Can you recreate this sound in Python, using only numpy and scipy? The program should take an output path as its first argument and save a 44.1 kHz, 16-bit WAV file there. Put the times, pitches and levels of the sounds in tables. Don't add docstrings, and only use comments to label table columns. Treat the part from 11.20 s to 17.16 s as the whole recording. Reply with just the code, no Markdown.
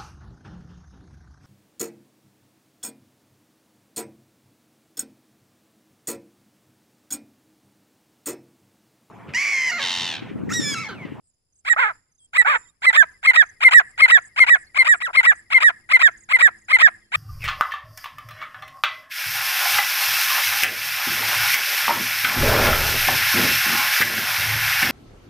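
import sys
import numpy as np
from scipy import signal
from scipy.fft import rfft, irfft
from scipy.io import wavfile
from scipy.ndimage import uniform_filter1d, minimum_filter1d

SR = 44100
rng = np.random.default_rng(int(sys.argv[2]) if len(sys.argv) > 2 else 0)


def makeup_ratio(level_db):
    decades = np.asarray(level_db, float) / 20
    return 10 ** decades


def file_out(sig):
    cols = np.atleast_2d(sig).T
    lim = np.clip(cols, -1, 1)
    pcm = np.round(lim * 32767).astype(np.int16)
    wavfile.write(sys.argv[1], SR, pcm)


N = 262832

# (pitch_hz, level_db)
THROAT_COLOUR = [(250, -35.5), (500, -23), (1200, 1), (1800, 4), (2400, 2.5), (3000, -6), (4200, -19),
                 (5000, -18.5), (6500, -45), (7600, -18), (9500, -33), (13500, -42), (15500, -45.5)]


def read(points, hz):
    f, value = np.transpose(points)
    return np.interp(np.log(hz + 1), np.log(f + 1), value)


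def evened(x):
    return x / np.sqrt(np.mean(x ** 2) + 1e-20)


def add(mix, s, sound):
    part = mix[round(s * SR):][:len(sound)]
    part += sound[:len(part)]


def wobble(size, width):
    noise = rng.standard_normal(4096 * 3)
    smooth = uniform_filter1d(uniform_filter1d(noise, int(width)), int(width))
    return evened(smooth)[:size]


def curves(rows):
    s, *columns = np.transpose(rows)
    t = np.arange(s[0], s[-1], 1 / SR)
    return [np.interp(t, s, c) for c in columns]


def francolin():
    # (start_s, whistle_locks_s, whistle_breaks_s, top_pitch_hz, level_db)
    first_notes = [(.448, .498, .530, 1946, -11), (1.131, 1.179, 1.216, 2022, -8.5),
                   (1.618, 1.665, 1.700, 2087, -8), (2.028, 2.070, 2.107, 2161, -7),
                   (2.404, 2.446, 2.482, 2160, -4.5), (2.776, 2.818, 2.855, 2177, -5.5),
                   (3.160, 3.201, 3.236, 2179, -6), (3.544, 3.585, 3.622, 2176, -8.5),
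                   (3.930, 3.969, 4.003, 2165, -8), (4.301, 4.342, 4.379, 2169, -7.5),
                   (4.689, 4.732, 4.765, 2147, -6.5), (5.087, 5.132, 5.162, 2147, -8.5),
                   (5.482, 5.528, 5.561, 2155, -7.5), (5.917, 5.963, 5.996, 2135, -6.5)]
    # (start_s, whistle_locks_s, whistle_breaks_s, top_pitch_hz, level_db)
    second_notes = [(1.727, 1.774, 1.824, 1826, -7), (2.133, 2.173, 2.220, 1909, -7),
                    (2.509, 2.544, 2.596, 1940, -4.5), (2.878, 2.919, 2.971, 1933, -6),
                    (3.264, 3.303, 3.351, 1944, -7), (3.645, 3.687, 3.738, 1924, -8.5),
                    (4.029, 4.069, 4.113, 1942, -7), (4.402, 4.440, 4.490, 1922, -7.5),
                    (4.791, 4.831, 4.875, 1889, -7), (5.186, 5.225, 5.272, 1922, -6.5),
                    (5.585, 5.627, 5.671, 1892, -5.5)]
    # (start_s, whistle_locks_s, whistle_breaks_s, top_pitch_hz, level_db)
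    weak_notes = [(3.803, 3.828, 3.873, 1981, -21.5)]
    # (share of the whistle 0-1, pitch factor, level_db over the note level)
    first_shape = [(0, .962, -9), (.15, 1.0, -1.5), (.48, .975, 0), (.78, .955, 0), (1, .932, -1.5)]
    second_shape = [(0, .974, -3.5), (.18, 1.0, -.7), (.49, .978, -.5), (.8, .907, .5), (1, .851, -3)]
    weak_shape = [(0, .95, -3), (.25, 1.0, 0), (.55, .95, 0), (.8, .8, -2), (1, .66, -3)]
    # (time_s, pitch_hz, level_db)
    croaks = [
        [(.562, 557, -21), (.58, 816, -22), (.596, 1003, -13), (.61, 1109, -18), (.634, 933, -14),
         (.66, 818, -18.5), (.68, 873, -22.5), (.71, 662, -27), (.725, 568, -45.5)],
        [(1.247, 722, -24.5), (1.258, 779.6, -17.5), (1.278, 1106, -13.5), (1.301, 1236, -14.5),
         (1.335, 1053, -18), (1.36, 918, -15), (1.378, 800, -36)],
    ]
    # (lead-in over whistle dB, depth of its swell 0-1,
    # tail over whistle dB, tail length s, roughness factor)
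    first_rasp = (-6, .95, -13, .017, .85)
    second_rasp = (-5, .55, -13.5, .023, 1.15)
    weak_rasp = (0, .6, -8, .04, .6)
    croak_half, croak_rough, settle_s = .8, (.33, .6), .03

    out = np.zeros(N)
    for notes, shape, rasp_rule in [(first_notes, first_shape, first_rasp),
                                    (second_notes, second_shape, second_rasp),
                                    (weak_notes, weak_shape, weak_rasp)]:
        for row in notes:
            add(out, row[0], note(.2, row, shape, rasp_rule))
    for rows, rough in zip(croaks, croak_rough):
        start = rows[0][0]
        built = [min((s - start) / settle_s, 1) for s, hz, db in rows]
        croak = [(*r, croak_half * b, rough * b) for r, b in zip(rows, built)]
        add(out, start, rasp(croak, shut_db=7.5))
    no_bass = signal.butter(6, 430, "high", fs=SR, output="sos")
    return signal.sosfilt(no_bass, out)


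def note(out_s, row, shape, rasp_rule):
    # (share of the lead-in 0-1, pitch factor, level_db before the swell depth,
    # half-pitch share, roughness before the note's roughness factor)
    lead_in = [(0, .5, -40, 0, .3), (.06, .56, -21, .05, .3), (.33, .77, -14, .25, .35),
               (.62, .9, -5, .7, .5), (.84, 1.02, 0, .7, .5), (.97, 1.05, -20, .7, .5)]
    # (multiple, level_db)
    overtones = [(.5, -26), (1.5, -21), (2, -23.5), (3, -28.5), (3.5, -30), (4, -21.5), (5, -28.5),
                 (6, -40.5), (7, -39.5), (8, -38)]
    lead_hz = 1253.5
    breath_db = -40

    start, on, off, top_hz, db = row
    lead_db, swell, tail_db, tail_s, harsh = rasp_rule
    rows = [(on + u * (off - on), f * top_hz, db + d) for u, f, d in shape]
    lead = [(start + u * (on - start), f * lead_hz, db + lead_db + swell * d, half, harsh * rough)
            for u, f, d, half, rough in lead_in]

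    low_hz, end, tail_db = rows[-1][1] / 2, off + tail_s, db + tail_db
    drop = np.clip(1 - 22 * (tail_s - .019), .5, 1)
    tail = [(off - .001, 1.1 * low_hz, tail_db - 16, .5, .6),
            (off + .004, .96 * low_hz, tail_db + 1, .5 * harsh, .5 * harsh),
            (end - .005, .92 * drop * low_hz, tail_db - 4, .4 * harsh, .4 * harsh),
            (end + .002, .9 * drop * low_hz, tail_db - 22, .3, .35)]

    out = np.zeros(round(out_s * SR))
    held = [(on - .003, *rows[0][1:]), *rows, (off + .004, *rows[-1][1:])]
    add(out, on - .003 - start, whistle(held, overtones))
    air = np.hanning(round((off - on + .02) * SR)) ** .5
    add(out, on - .01 - start, makeup_ratio(db + breath_db) * air * breath(len(air)))
    add(out, 0, rasp(lead, shut_db=-1.5))
    add(out, off - .001 - start, rasp(tail, shut_db=4))
    return out


def rasp(rows, shut_db):
    open_hz, closing = 950, .45
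    hz, db, half, rough = curves(rows)
    jitter = 1 + .075 * rough * wobble(len(hz), width=60)
    turns = np.cumsum(hz * jitter) / SR / 2
    muffle_db = shut_db * (1200 / hz) ** 1.5
    sink = np.maximum(open_hz / hz, 1) ** closing
    tone = np.zeros(len(hz))
    for k in range(1, 50):
        share = half if k % 2 else 1
        fuzz = rough * np.minimum(.2 + .05 * k ** 2, 3)
        slow = 1.1 * fuzz * wobble(len(hz), width=60)
        fast = .3 * fuzz * wobble(len(hz), width=14)
        shimmer = (1 + slow + fast) / np.sqrt(1 + 1.5 * fuzz ** 2)
        octaves_over = np.clip(np.log2(k * hz / 2800), 0, 1.3)
        colour = makeup_ratio(read(THROAT_COLOUR, k * hz / 2 * sink) - muffle_db * octaves_over)
        colour = colour * (k * hz < 31000)
        tone += share * shimmer * colour * np.cos(2 * np.pi * (k * turns + rng.random()))
    tone = tone / np.sqrt(uniform_filter1d(tone ** 2, 900) + 1e-9)
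    return makeup_ratio(db) * tone * signal.windows.tukey(len(hz), min(1, 120 / len(hz)))


def whistle(rows, overtones=()):
    hz, db = curves(rows)
    hz = uniform_filter1d(hz, len(hz) // 9, mode="nearest")
    db = uniform_filter1d(db, 100, mode="nearest")
    turns = np.cumsum(hz * (1 + 0.004 * wobble(len(hz), width=18))) / SR
    creep = np.linspace(0, .8, len(hz)) * makeup_ratio(np.clip(.12 * (hz.mean() - 2080), -30, 0))
    tone = np.sin(2 * np.pi * turns)
    for k, k_db in overtones:
        breathing_db = np.minimum(k, 4.5) * wobble(len(hz), width=220) + 3 * rng.standard_normal()
        strain_db = -.4 * (db - 0.5)
        size = makeup_ratio(k_db + breathing_db + strain_db + .5 * read(THROAT_COLOUR, k * hz))
        size = size * (creep if k % 1 else 1)
        blur = .06 * k * wobble(len(hz), width=90)
        tone += size * np.sin(2 * np.pi * (k * turns + rng.random()) + blur)
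    return np.sqrt(2) * makeup_ratio(db) * tone * signal.windows.tukey(len(hz), min(1, 300 / len(hz)))


def breath(size):
    edge_hz = 5500
    hz = np.fft.rfftfreq(size, 1 / SR)
    colour = makeup_ratio(.5 * read(THROAT_COLOUR, hz)) / (1 + (edge_hz / (hz + 1)) ** 6)
    return evened(irfft(rfft(rng.standard_normal(size)) * colour, size))


def ports(x):
    # (pitch_hz, left over right dB, left lead radians beyond the path gap)
    port_balance = [(86, -1.4, -3.08), (430, 2.8, -0.18), (775, 2.8, 0.01), (1119, 5.8, 0.37),
                    (1378, -1.0, -1.17), (1550, -6.0, -0.92), (1722, -8.0, 0.04), (1894, -4.9, 1.02),
                    (2067, 0.1, 1.44), (2239, 6.9, 1.46), (2411, 12.5, 4.06), (2670, 5.6, 4.87),
                    (3100, 2.6, 4.9), (3531, -7.1, 4.85), (3875, -9.9, 6.26), (4306, -5.1, 7.73),
                    (4823, 1.6, 7.46), (5512, 1.7, 6.72), (6201, -3.1, 6.79), (6718, -14.4, 5.7),
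                    (7149, -21.1, 7.33), (7751, -8.0, 7.71), (8441, 4.9, 8.15), (9302, 13.0, 7.22),
                    (10077, 20.1, 7.86), (10680, 8.1, 8.17), (11369, 1.6, 9.7), (12230, 5.7, 7.07),
                    (13264, -7.1, 7.34), (14470, -15.6, 8.75), (15331, -12.2, 10.7)]
    port_gap = 12
    hz = np.fft.rfftfreq(2048, 1 / SR)
    f, tilt_db, lead = np.transpose(port_balance)
    tilt = makeup_ratio(np.interp(hz, f, tilt_db))
    lead = np.interp(hz, f, lead) + 2 * np.pi * hz * port_gap / SR
    pair = np.array([tilt * np.exp(1j * lead / 2), np.exp(-1j * lead / 2)])
    pair = pair * np.sqrt(2 / (1 + tilt ** 2))
    taps = np.roll(irfft(pair), 1024, axis=1) * np.hanning(2048)
    return signal.oaconvolve(x[None], taps, axes=1)[:, 1024:N + 1024]


def head_turn():
    # (time_s, left over right dB)
    turn_points = [(.4, -3), (1.898, -2), (2.798, 0.5), (3.301, 1), (4.301, 2), (4.8, 0.5), (5.9, 0)]
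    half_db = np.interp(np.arange(N) / SR, *np.transpose(turn_points)) / 2
    return makeup_ratio(np.array([half_db, -half_db]))


def echoes(x):
    # (delay_s, level_db before spreading over the smear, smear_s)
    hedge_echoes = [(0.075, -37.5, 0.056), (0.094, -53, 0.0043), (.2, -51.5, 0.02), (0.271, -51, 0.0067)]
    t = np.arange(SR // 2) / SR
    shape = makeup_ratio(-46.5 - 60 * t / 0.1) * (t > .004)
    for delay, db, smear in hedge_echoes:
        shape = shape + makeup_ratio(db) / np.sqrt(smear * SR) * np.exp(-((t - delay) / smear) ** 2)
    taps = shape * rng.standard_normal((2, len(t)))
    dull = signal.lfilter(*signal.butter(4, 2600, fs=SR), x)
    return signal.fftconvolve(dull[None], taps, axes=1)[:, :N]


def zips():
    # (end_s, level_db halfway through the swell)
    zip_times = [(.11, -54), (.415, -51), (1.065, -47), (1.411, -55), (1.92, -75), (2.311, -69),
                 (2.719, -56.5), (3.088, -52.5), (3.439, -53), (3.79, -49.5), (4.211, -54), (4.6, -67.5),
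                 (5.042, -55.5), (5.429, -62), (5.769, -63)]
    zip_s, top_hz, fall_hz, width_hz, swell_db = .075, 8250, 650, 1000, 7
    out, u = np.zeros(N), np.arange(0, 1, 1 / (zip_s * SR))
    turns = np.cumsum(top_hz - fall_hz * u ** 3) / SR
    for end, db in zip_times:
        a, b = rng.standard_normal((2, len(u)))
        noise = signal.lfilter(*signal.butter(3, width_hz / 2, fs=SR), a + 1j * b)
        band = noise * np.exp(2j * np.pi * turns)
        swell = makeup_ratio(db + swell_db * (u - 0.5))
        add(out, end - zip_s, swell * evened(band.real) * signal.windows.tukey(len(u), .15))
    return out


def trills():
    # (start_s, start_pitch_hz, level_db of the first chip's peak)
    trill_starts = [(.07, 7250, -62), (.322, 6840, -52), (.915, 6760, -53), (1.578, 6800, -77),
                    (1.849, 6960, -66), (2.227, 6780, -54), (2.985, 7100, -53.5), (3.38, 6800, -68),
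                    (4.089, 6960, -57), (4.85, 6780, -60.5), (4.969, 7130, -51.5), (5.38, 7160, -58.5)]
    out = np.zeros(N)
    for s, hz, db in trill_starts:
        for k in range(3):
            chip_db = db + 2 * k
            chip = [(0, hz, chip_db - 9), (.009, .945 * hz, chip_db), (.019, .885 * hz, chip_db - 7)]
            add(out, s + 0.031 * k, whistle(chip))
    return out


def far_songbirds():
    # (time_s, pitch_hz, level_db)
    song_notes = [
        [(.98, 3920, -68), (1.0, 3340, -57), (1.03, 3250, -56.5), (1.07, 3240, -58.5)],
        [(1.425, 3260, -69), (1.445, 3910, -68), (1.475, 3000, -66), (1.49, 3780, -62), (1.505, 3650, -59)],
        [(3.465, 4240, -60), (3.48, 4440, -54), (3.495, 4350, -77)],
        [(5.865, 4300, -71), (5.885, 4500, -67), (5.9, 4350, -64.5)],
        [(5.81, 3640, -73), (5.83, 3280, -72), (5.89, 3120, -71)],
    ]
    out = np.zeros(N)
    for rows in song_notes:
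        add(out, rows[0][0], whistle(rows))
    return out


def near_insect():
    # (start_s, end_s, level_db)
    buzz_times = [(0.741, 0.896, -61.5), (1.262, 1.512, -50)]
    out = np.zeros(N)
    for start, end, db in buzz_times:
        t = np.arange(0, end - start, 1 / SR)
        strokes = 1 + 0.22 * np.sin(2 * np.pi * 140 * t) + 0.35 * wobble(len(t), width=96)
        tone = np.sin(2 * np.pi * 7200 * t + 2.1 * wobble(len(t), width=360))
        add(out, start, makeup_ratio(db) * strokes * tone * signal.windows.tukey(len(t), .1))
    return out


def insects():
    # (pitch_hz, width_hz, throbs per s, throb depth 0-1 before squaring)
    choruses = [(5050, 400, 45, .5), (7250, 500, 110, .4), (9900, 1300, 130, .3)]
    chorus_db = [-69, -69, -68]
    t, out = np.arange(N) / SR, np.zeros(N)
    for (hz, width, rate, depth), db in zip(choruses, chorus_db):
        a, b, drift = rng.standard_normal((3, N))
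        noise = signal.lfilter(*signal.butter(2, width / 2, fs=SR), a + 1j * b)
        band = noise * np.exp(2j * np.pi * hz * t)
        wander = 4 * evened(uniform_filter1d(drift, 3000))
        throb = (1 + depth * np.sin(2 * np.pi * rate * t + wander)) ** 2
        out += makeup_ratio(db) * evened(band.real * throb)
    return out


def coo():
    # (time_s, pitch_hz, level_db)
    coo_curve = [(5.62, 160.2, -84), (5.638, 169, -41), (5.681, 148.3, -61)]
    out = np.zeros(N)
    add(out, coo_curve[0][0], whistle(coo_curve))
    return out


def drone():
    # (pitch_hz, level_db before the fade-in)
    drone_lines = [(215, -66), (335, -67)]
    t = np.arange(N) / SR
    drift = evened(uniform_filter1d(rng.standard_normal((len(drone_lines), N)), 3000))
    lines = sum(makeup_ratio(db) * np.sin(2 * np.pi * hz * t + 0.84 * d) for (hz, db), d in zip(drone_lines, drift))
    return lines * np.clip((t - 1.8) / 4.4, 0, 1)


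def field():
    # (pitch_hz, relative dB per Hz)
    field_colour = [(30, -6), (100, -5), (200, -13.5), (400, -17.5), (1000, -26.5), (2500, -31),
                    (4000, -31.5), (7000, -33), (11000, -38.5), (15500, -58.5)]
    start_db = -62
    hz = np.fft.rfftfreq(N, 1 / SR)
    left, other = rfft(rng.standard_normal((2, N)))
    same = np.clip(0.78 / (1 + (hz / 330) ** 2), 0, 1)
    right = same * left + np.sqrt(1 - same ** 2) * other
    pair = np.array([left, right]) * makeup_ratio(read(field_colour, hz))
    t = np.arange(N) / SR
    rise_db = 2 * np.minimum(t / 8.4, 1)
    return makeup_ratio(start_db + rise_db) * evened(irfft(pair, N))


def scene():
    bird = francolin()
    close_bird = ports(bird) * head_turn()
    small_voices = ports(zips() + trills() + far_songbirds() + near_insect())
    chorus = np.array([ports(insects())[0], ports(insects())[1]])
    return close_bird + small_voices + chorus + echoes(bird) + field() + drone() + coo()


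def low_pass(x):
    return signal.sosfilt(signal.butter(12, 15630, fs=SR, output="sos"), x)


def record(dry):
    key = signal.lfilter(*signal.butter(2, [1000, 3000], "bandpass", fs=SR), dry)
    power_db = 10 * np.log10(abs(uniform_filter1d((key ** 2).mean(0), 600)) + 1e-12)
    held_db = -minimum_filter1d(-power_db, 1501, origin=700)
    gate_db = -15 / (1 + np.exp((held_db + 57) / 4))
    gated = dry * makeup_ratio(uniform_filter1d(gate_db, 400))
    return low_pass(np.clip(gated, -1, 1))


dry = scene()
out = record(dry)
file_out(out)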